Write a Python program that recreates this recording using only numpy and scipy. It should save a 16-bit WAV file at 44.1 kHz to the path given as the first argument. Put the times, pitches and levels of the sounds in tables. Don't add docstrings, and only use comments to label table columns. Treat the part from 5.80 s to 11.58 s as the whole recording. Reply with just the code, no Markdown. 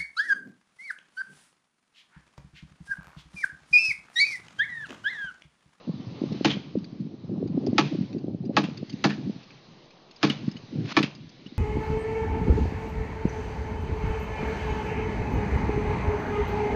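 import sys
import numpy as np
from scipy import signal
from scipy.fft import rfft, irfft
from scipy.io import wavfile
from scipy.ndimage import uniform_filter1d

SR = 44100
rng = np.random.default_rng(int(sys.argv[2]) if len(sys.argv) > 2 else 0)


def field_ratio(decibels):
    return 10 ** (np.asarray(decibels, dtype=float) / 20)


def dump_mix(stems):
    frames = np.atleast_2d(stems).T
    limited = np.clip(frames, -1, 1)
    pcm = np.round(limited * 32767).astype(np.int16)
    wavfile.write(sys.argv[1], SR, pcm)


N = 254898

# (time [s], level [dB])
YARD_LEVEL = [(0.0, -60), (0.71, -50), (0.82, -59), (1.24, -64), (1.64, -65), (2.14, -52), (2.49, -66.5),
              (2.74, -67), (2.91, -59.5), (3.25, -54), (4.3, -62.5), (4.59, -54), (4.8, -57.5), (5.23, -51),
              (5.34, -61), (5.78, -57.5)]
# (time [s], level [dB])
TRAFFIC_LEVEL = [(0, -54), (.5, -51.5), (1.2, -62.5), (2, -52.5), (2.6, -65), (3.3, -58), (4.0, -58.5),
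                 (4.8, -56.5), (5.45, -63), (5.78, -59.5)]
# (frequency [Hz], level [dB])
FIZZ_SPECTRUM = [(820, -36), (1400, -5.5), (1910, -4), (3080, -3.5), (3410, -4.5), (3990, -1.5),
                 (4520, -4.5), (6070, -12), (7200, -25), (9360, -61.5), (15800, -120)]
# (frequency [Hz], level [dB])
MURK_SPECTRUM = [(240, -40.5), (400, -7), (491, -5.5), (1150, -11.5), (1400, -19.5), (1820, -52.5),
                 (3080, -120)]
# (frequency [Hz], level [dB])
DRONE_SPECTRUM = [(49, -30), (131, -10.5), (200, -2), (274, -11.5), (351, 0), (450, -14.5), (600, -46.5),
                  (990, -120)]
# (time [s], level [dB])
BREEZE_LEVEL = [(0.0, -53), (0.11, -49), (0.46, -36), (0.8, -42), (1.05, -44), (1.4, -45), (1.55, -37),
                (1.8, -33.5), (2.3, -38), (2.75, -36.5), (3.05, -46.5), (3.45, -37), (3.65, -57.5),
                (4.4, -67.5), (4.55, -40), (4.86, -55), (4.98, -35.5), (5.45, -55)]
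# (frequency [Hz], level [dB])
RUMBLE_SPECTRUM = [(18, -72.5), (30, -58.5), (114, 12.5), (173, 3.5), (205, -0.5), (243, 6.5), (284, 0.5),
                   (352, -2.5), (596, -19.5), (900, -31.5), (1170, -60.5), (1980, -120)]
# (frequency [Hz], level [dB])
FLUTTER_SPECTRUM = [(250, -30.5), (400, -4), (520, -1.5), (750, -9.5), (1000, -28), (1500, -73.5)]
# (time [s], level [dB], centre [Hz], length [ms])
SLAPS = [(0.079, -16.5, 212, 11), (0.097, -11.5, 193, 20), (0.42, -8, 282.4, 3.7), (0.441, -8, 273.8, 4),
         (0.523, -11, 205, 11), (0.612, -6.5, 269.5, 5.1), (0.772, -12.5, 201.6, 7.7),
         (0.957, -5, 260.6, 1.9), (1.447, -20.5, 170.8, 15), (1.498, -14, 210, 11), (1.583, -18, 216.5, 23),
         (1.63, -7.5, 246, 2.4), (1.664, -19.5, 334, 7.4), (1.78, -6.5, 272.8, 11),
         (1.844, -14.5, 296.5, 16), (1.872, -6.5, 342, 1.8), (1.933, -5.5, 223.6, 6.1),
         (2.132, -15.5, 220.6, 45), (2.153, -11.5, 328, 9), (2.351, -14.5, 248.3, 7.7),
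         (2.372, -18, 260.4, 28), (2.446, -14, 306, 6.5), (2.484, -11, 256, 5.1), (2.549, -15, 225.6, 5.6),
         (2.698, -8.5, 251.8, 5.5), (2.738, -26, 337, 5.6), (2.889, -13.5, 205, 6.9),
         (3.031, -10.5, 211.3, 5.3), (3.5, -13, 219.7, 12), (5.242, -8.5, 216, 7.4)]
# (time [s], level [dB], centre [Hz], length [ms])
PUFFS = [(0.143, -16, 205, 7.1), (0.204, -16.5, 198, 9.1), (0.274, -19, 137.6, 12),
         (0.975, -10.5, 235.2, 13), (1.131, -16.5, 204, 6.3), (1.208, -13, 185.5, 14),
         (1.256, -20.5, 200.5, 12), (1.343, -22.5, 310, 6.6), (1.526, -17, 249, 22),
         (2.191, -9, 221.4, 8.7), (2.213, -4, 197.2, 6.5), (2.609, -16.5, 192.5, 10),
         (2.669, -18.5, 224.6, 45), (2.851, -16, 219.3, 19), (3.142, -8, 205, 4.8),
         (3.217, -38.5, 195, 2.5), (3.301, -22, 258.6, 36), (3.393, -22.5, 244, 29),
         (3.476, -16.5, 231, 18), (3.564, -18.5, 170.7, 3.7), (4.506, -14, 239.2, 16),
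         (4.657, -23.5, 170.8, 37), (4.683, -3.5, 206.3, 5.6), (4.758, -17.5, 177, 3.5),
         (4.959, -11.5, 198, 4.8), (4.988, -13.5, 175.7, 5.8), (5.013, -18, 237.4, 11.7),
         (5.408, -28.5, 150.2, 25), (5.665, -21, 223.7, 4.4), (5.725, -25, 266, 6.3)]
# (start [s], end [s], level [dB])
DRAGS = [
    (5.06, 5.133, -34),
    (5.125, 5.168, -42.5),
    (5.045, 5.064, -43),
    (4.64, 4.7, -50.5),
    (5.64, 5.7, -66),
    (2.72, 2.77, -52),
    (4.405, 4.431, -45),
    (1.955, 1.982, -51.5),
]
# (time [s], peak [dB], low steel mode [dB])
STAPLE_RATTLES = [(0.5236, -45, -9), (0.9866, -56.5, -1), (1.0439, -47.5, -4), (1.205, -58, -27),
                  (1.6756, -53.5, -3), (1.8662, -41.5, -22), (2.3295, -49.5, -2), (2.3838, -58, 2),
                  (2.6527, -53, -7), (2.9732, -43.5, -3.5), (3.0969, -40, -18), (3.128, -46, -0.5),
                  (3.631, -53.5, -5), (3.7068, -54.5, 8.5), (4.1071, -57, 3), (4.3116, -46, -17),
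                  (4.3615, -49.5, -15), (4.715, -46.5, -4), (4.767, -48, 5.5), (5.3512, -47, -22),
                  (5.494, -52.5, -12.5), (5.663, -57.5, 14.5)]
# (frequency [Hz], level [dB], t60 [s])
CHANNEL_MODES = [(2760, 8.5, 0.014), (3700, 2, .01), (4730, 12, 0.0073), (4940, -1.5, 0.039),
                 (6000, -4, 0.034)]
# (time [s], clatter [dB], loudest rattle [Hz], rise [s], tick [dB])
REBOUNDS = [
    (0.695, -24.5, 3030, 0.023, -86),
    (2.041, -28.5, 2600, 0.059, -66),
    (2.836, -38, 2690, 0.0055, -40),
    (3.295, -32, 1920, 0.013, -44),
    (4.497, -30.5, 3060, 0.0025, -33),
    (5.228, -28.5, 2810, 0.0016, -31.5),
]
# (frequency [Hz], level [dB])
CLATTER_SPECTRUM = [(350, -34), (600, -11.5), (938, -12.5), (1180, -6.5), (1320, -10.5), (2770, -7),
                    (4900, -24), (7200, -36.5), (9360, -77.5), (15800, -120)]
# (time [s], crack [dB]; relative to a usual blow: wood knock [dB], steel snap [dB], lingering buzz [dB])
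BLOWS = [
    (.6459, -18, -8.5, 0, 7),
    (1.9807, -18.5, -4, 3, 4),
    (2.7665, -21.5, -1, 5, 6.5),
    (3.2399, -22.5, -1, 6, 4),
    (4.4293, -21.5, -3, 3.5, 10),
    (5.166, -18.5, -4, 2, 4),
]
# (frequency [Hz], level [dB])
SNAP_SPECTRUM = [(290, -23.5), (500, 3.5), (578, 8), (1150, 3.5), (2060, -5.5), (2410, 1), (2730, -4),
                 (4310, -9.5), (6090, -18), (7200, -24.5), (9360, -52.5), (15800, -120)]
# (frequency [Hz], level [dB], t60 [s])
PLANK_MODES = [(647, -25.5, 0.2), (840, 7.5, 0.1), (1127, 7.5, 0.07), (1285, 6.5, 0.069),
               (1700, 0.5, 0.087), (1830, -2, 0.053), (2570, -1, 0.066)]
# (frequency [Hz], level [dB], t60 [s])
HOLLOW_MODES = [(291, -4, 0.18), (318.3, 4, 0.1), (205, -5.5, 0.27), (145, -11, 0.38), (438, -14, 0.2)]


def evened(x):
    return x / np.sqrt(np.mean(x ** 2) + 1e-20)


def read(points, hz):
    point_hz, value = np.transpose(points)
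    return np.interp(np.log(hz + 1), np.log(point_hz + 1), value)


def level_at(points, t_s):
    return np.interp(t_s, *np.transpose(points))


def add(mix, start_s, sound):
    part = mix[max(round(start_s * SR), 0):][:len(sound)]
    part += sound[:len(part)]


def lumps(count, depth_db, size):
    slow = uniform_filter1d(rng.standard_normal(count), size=size)
    return field_ratio(depth_db * evened(uniform_filter1d(slow, size=size)))


def rings(modes, t, spread=0.099):
    out = np.zeros(len(t))
    for hz, db, t60_s in modes:
        decay = field_ratio(db + 1.2 * rng.standard_normal() - 60 * t / t60_s)
        out += decay * np.sin(2 * np.pi * hz * rng.uniform(1 - spread, 1 + spread) * t)
    return out


def coloured(x, colour, knock_db, snap_db, lag):
    hz = np.fft.rfftfreq(len(x), 1 / SR)
    gain = field_ratio(read(colour, hz))
    tilt_db = read([(1300, knock_db), (2100, 0.024), (3100, 0.0016), (4300, snap_db)], hz)
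    gain = gain / np.sqrt(np.mean(gain ** 2)) * field_ratio(tilt_db)
    return irfft(rfft(x) * gain * np.exp(-2j * np.pi * lag * np.log(hz + 1)), len(x))


def airy(colour, patchy_db):
    hz = np.fft.rfftfreq(1024, 1 / SR)
    a, b, patches = rng.standard_normal((N // 256 + 5, len(hz), 3)).T
    patches = uniform_filter1d(patches, size=14, axis=0)
    patches = evened(uniform_filter1d(patches, size=10, axis=1))
    field = field_ratio(read(colour, hz)[:, None] + patchy_db * patches)
    return evened(signal.istft((a + 1j * b) * field, nperseg=1024, noverlap=768)[1][:N])


def yard():
    t = np.arange(N) / SR
    fizz = airy(FIZZ_SPECTRUM, patchy_db=1.3) * field_ratio(level_at(YARD_LEVEL, t) + 0.17)
    murk = airy(MURK_SPECTRUM, patchy_db=1.2) * field_ratio(level_at(TRAFFIC_LEVEL, t))
    drone = airy(DRONE_SPECTRUM, patchy_db=1.5) * field_ratio(-58.5)
    return fizz + murk + drone


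def wind():
    breeze_db = level_at(BREEZE_LEVEL, np.arange(N) / SR)
    low = airy(RUMBLE_SPECTRUM, patchy_db=4.0) * field_ratio(breeze_db + 5.0)
    low *= lumps(N, depth_db=0.35, size=400)
    flutter_db = -51.5 + 3.3 * (breeze_db + 33.5)
    flutter = airy(FLUTTER_SPECTRUM, patchy_db=4.0) * field_ratio(flutter_db)
    return low + flutter * lumps(N, depth_db=8.0, size=250)


def small_eddies():
    gap_s, front_db = 0.03, -16.0
    grid_s = np.arange(.05, N / SR, gap_s)
    slip, size, pitch, length = rng.standard_normal((len(grid_s), 4)).T
    start_s = grid_s + 0.27 * gap_s * slip
    db = level_at(BREEZE_LEVEL, grid_s) + 11 + 5.5 * size
    hz = 214.34 * np.exp(0.1 * pitch)
    length_ms = 23 * np.exp(0.2 * length)
    return [row + (front_db,) for row in zip(start_s, db, hz, length_ms)]


def eddy(start_s, db, hz, length_ms, front_db):
    t = np.arange(-1764, 1764) / SR
    width_s = 0.31 * length_ms / 1000
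    sag = 0.84 + np.minimum(0.14 * np.exp(-t / 0.003), .6)
    turns = np.cumsum(hz * sag) / SR + rng.random()
    side_s = np.where(t < 0, 1.09 * width_s, 1.66 * width_s)
    body = np.exp(-.5 * (t / side_s) ** 2) * np.cos(2 * np.pi * turns)
    front = np.exp(-.5 * ((t + 0.0018) / 0.00087) ** 2) * np.cos(2 * np.pi * (389.0 * t + rng.random()))
    return start_s - .04, field_ratio(db - 5.5) * (body + field_ratio(front_db + 4.5) * front) * np.hanning(len(t)) ** .5


def drag(start_s, end_s, db):
    n = round((end_s - start_s) * SR)
    swell = np.linspace(.3, 1, n) ** 2 * signal.windows.tukey(n, .25) * lumps(n, depth_db=1.2, size=40)
    crackle = coloured(rng.standard_normal(n), CLATTER_SPECTRUM, 2.2, 9.6, lag=0)
    return start_s, field_ratio(db) * crackle * swell


def rattle(start_s, db, low_db):
    t = np.arange(1500) / SR
    knocks = rng.standard_normal(500) * (rng.random(500) < .12) * np.exp(-np.arange(500) / 400.0)
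    knocks[0] = 1.4
    knocks /= np.linalg.norm(knocks)
    (hz, mode_db, t60_s), *high = CHANNEL_MODES
    ring = signal.fftconvolve(knocks, rings([(hz, mode_db + low_db, t60_s)] + list(high), t))
    scuff = coloured(np.pad(knocks, (0, len(t) - 1)), FIZZ_SPECTRUM, -27.5, 0, lag=0)
    return start_s - .0006, field_ratio(db - 4) * (1.33 * ring + 3.2 * scuff)


def rebound(start_s, db, rattle_hz, rise_s, tick_db):
    t = np.arange(SR // 3) / SR
    swell = np.minimum(t / rise_s, 1) * (field_ratio(-60 * t / 0.099) + field_ratio(-23.5 - 60 * t / .5))
    grains = rng.standard_normal(len(t)) * swell * lumps(len(t), depth_db=1.5, size=30)
    part = rings([(rattle_hz, -7, .013), (1.2 * rattle_hz, -10, .011)], t[:800])
    knocks = grains * (rng.random(len(t)) < .03) * 4
    clatter = coloured(grains, CLATTER_SPECTRUM, 0, 10.5, lag=1.2)
    clatter += signal.fftconvolve(knocks, part)[:len(t)]
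    return start_s - .0005, field_ratio(db) * clatter * np.clip(20 * (t[-1] - t) - .5, 0, 1)


def blow(start_s, db, knock_db, snap_db, buzz_db):
    t = np.arange(SR // 2) / SR
    fall = field_ratio(-60 * t / 0.089) + field_ratio(buzz_db - 25.0 - 60 * t / .5)
    fall *= lumps(len(t), depth_db=2.0, size=100)
    out = 2.09 * coloured(rng.standard_normal(len(t)) * fall, SNAP_SPECTRUM, knock_db, snap_db, lag=1.8)
    click = 1. * (t == 0)
    out += field_ratio(16.5) * coloured(click, CLATTER_SPECTRUM, knock_db, snap_db, lag=5.0)

    push = rng.standard_normal(400) * np.exp(-np.arange(400) / 34.0)
    push /= np.linalg.norm(push)
    plank = signal.fftconvolve(rings(PLANK_MODES, t, spread=.025), push)[:len(t)]
    add(out, .003, field_ratio(knock_db - 2.0) * plank)

    boom = rings(HOLLOW_MODES, t, spread=0.018) * (1 - np.exp(-t / 0.0036))
    boom *= lumps(len(t), depth_db=3.43, size=300)
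    boom_db = -9.5 + 0.12 * (db + 20)
    add(out, .007, field_ratio(boom_db - db) * boom)
    return start_s - .0002, field_ratio(db) * out * np.clip(20 * (t[-1] - t) - .5, 0, 1)


def scene():
    mix = yard() + wind()
    slap_front_db, puff_front_db = -10.5, -28.5
    eddies = [tuple(row) + (slap_front_db,) for row in SLAPS]
    eddies += [tuple(row) + (puff_front_db,) for row in PUFFS]
    eddies += small_eddies()
    layers = ((eddies, eddy), (DRAGS, drag), (STAPLE_RATTLES, rattle), (REBOUNDS, rebound), (BLOWS, blow))
    for rows, source in layers:
        for row in rows:
            add(mix, *source(*row))
    return mix[None]


def roll_off(x):
    return signal.sosfilt(signal.butter(12, 12300, fs=SR, output="sos"), x)


def record(dry):
    hz = np.fft.rfftfreq(N, 1 / SR)
    squeezed = .75 * np.tanh(dry / .75)
    response_db = read([(40, -30), (110, -4.0), (5300, 0.5), (5600, -5.0), (5900, 1), (6950, -4.5),
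                        (7250, -14.5), (7450, -65.5)], hz)
    cut = irfft(rfft(squeezed) * field_ratio(response_db), N)

    excess = np.maximum(abs(cut - uniform_filter1d(cut, size=30)) - .06, 0)
    leak = field_ratio(-42.0) * excess * rng.standard_normal(N)
    for start_s, *_, tick_db in REBOUNDS:
        add(leak[0], start_s + 0.0013, field_ratio(tick_db) * np.ones(1))
    leak_db = read([(6600, -24.0), (7400, 10.0), (11700, 2.5), (12300, -61.5)], hz)
    leak = irfft(rfft(leak) * field_ratio(leak_db), N)

    wander = -.0002 + field_ratio(-75) * airy([(20, 5.5), (45, 0.5), (90, -27), (200, -89)], patchy_db=-3.3)
    return roll_off(cut + leak + wander)


dry = scene()
out = record(dry)
dump_mix(out)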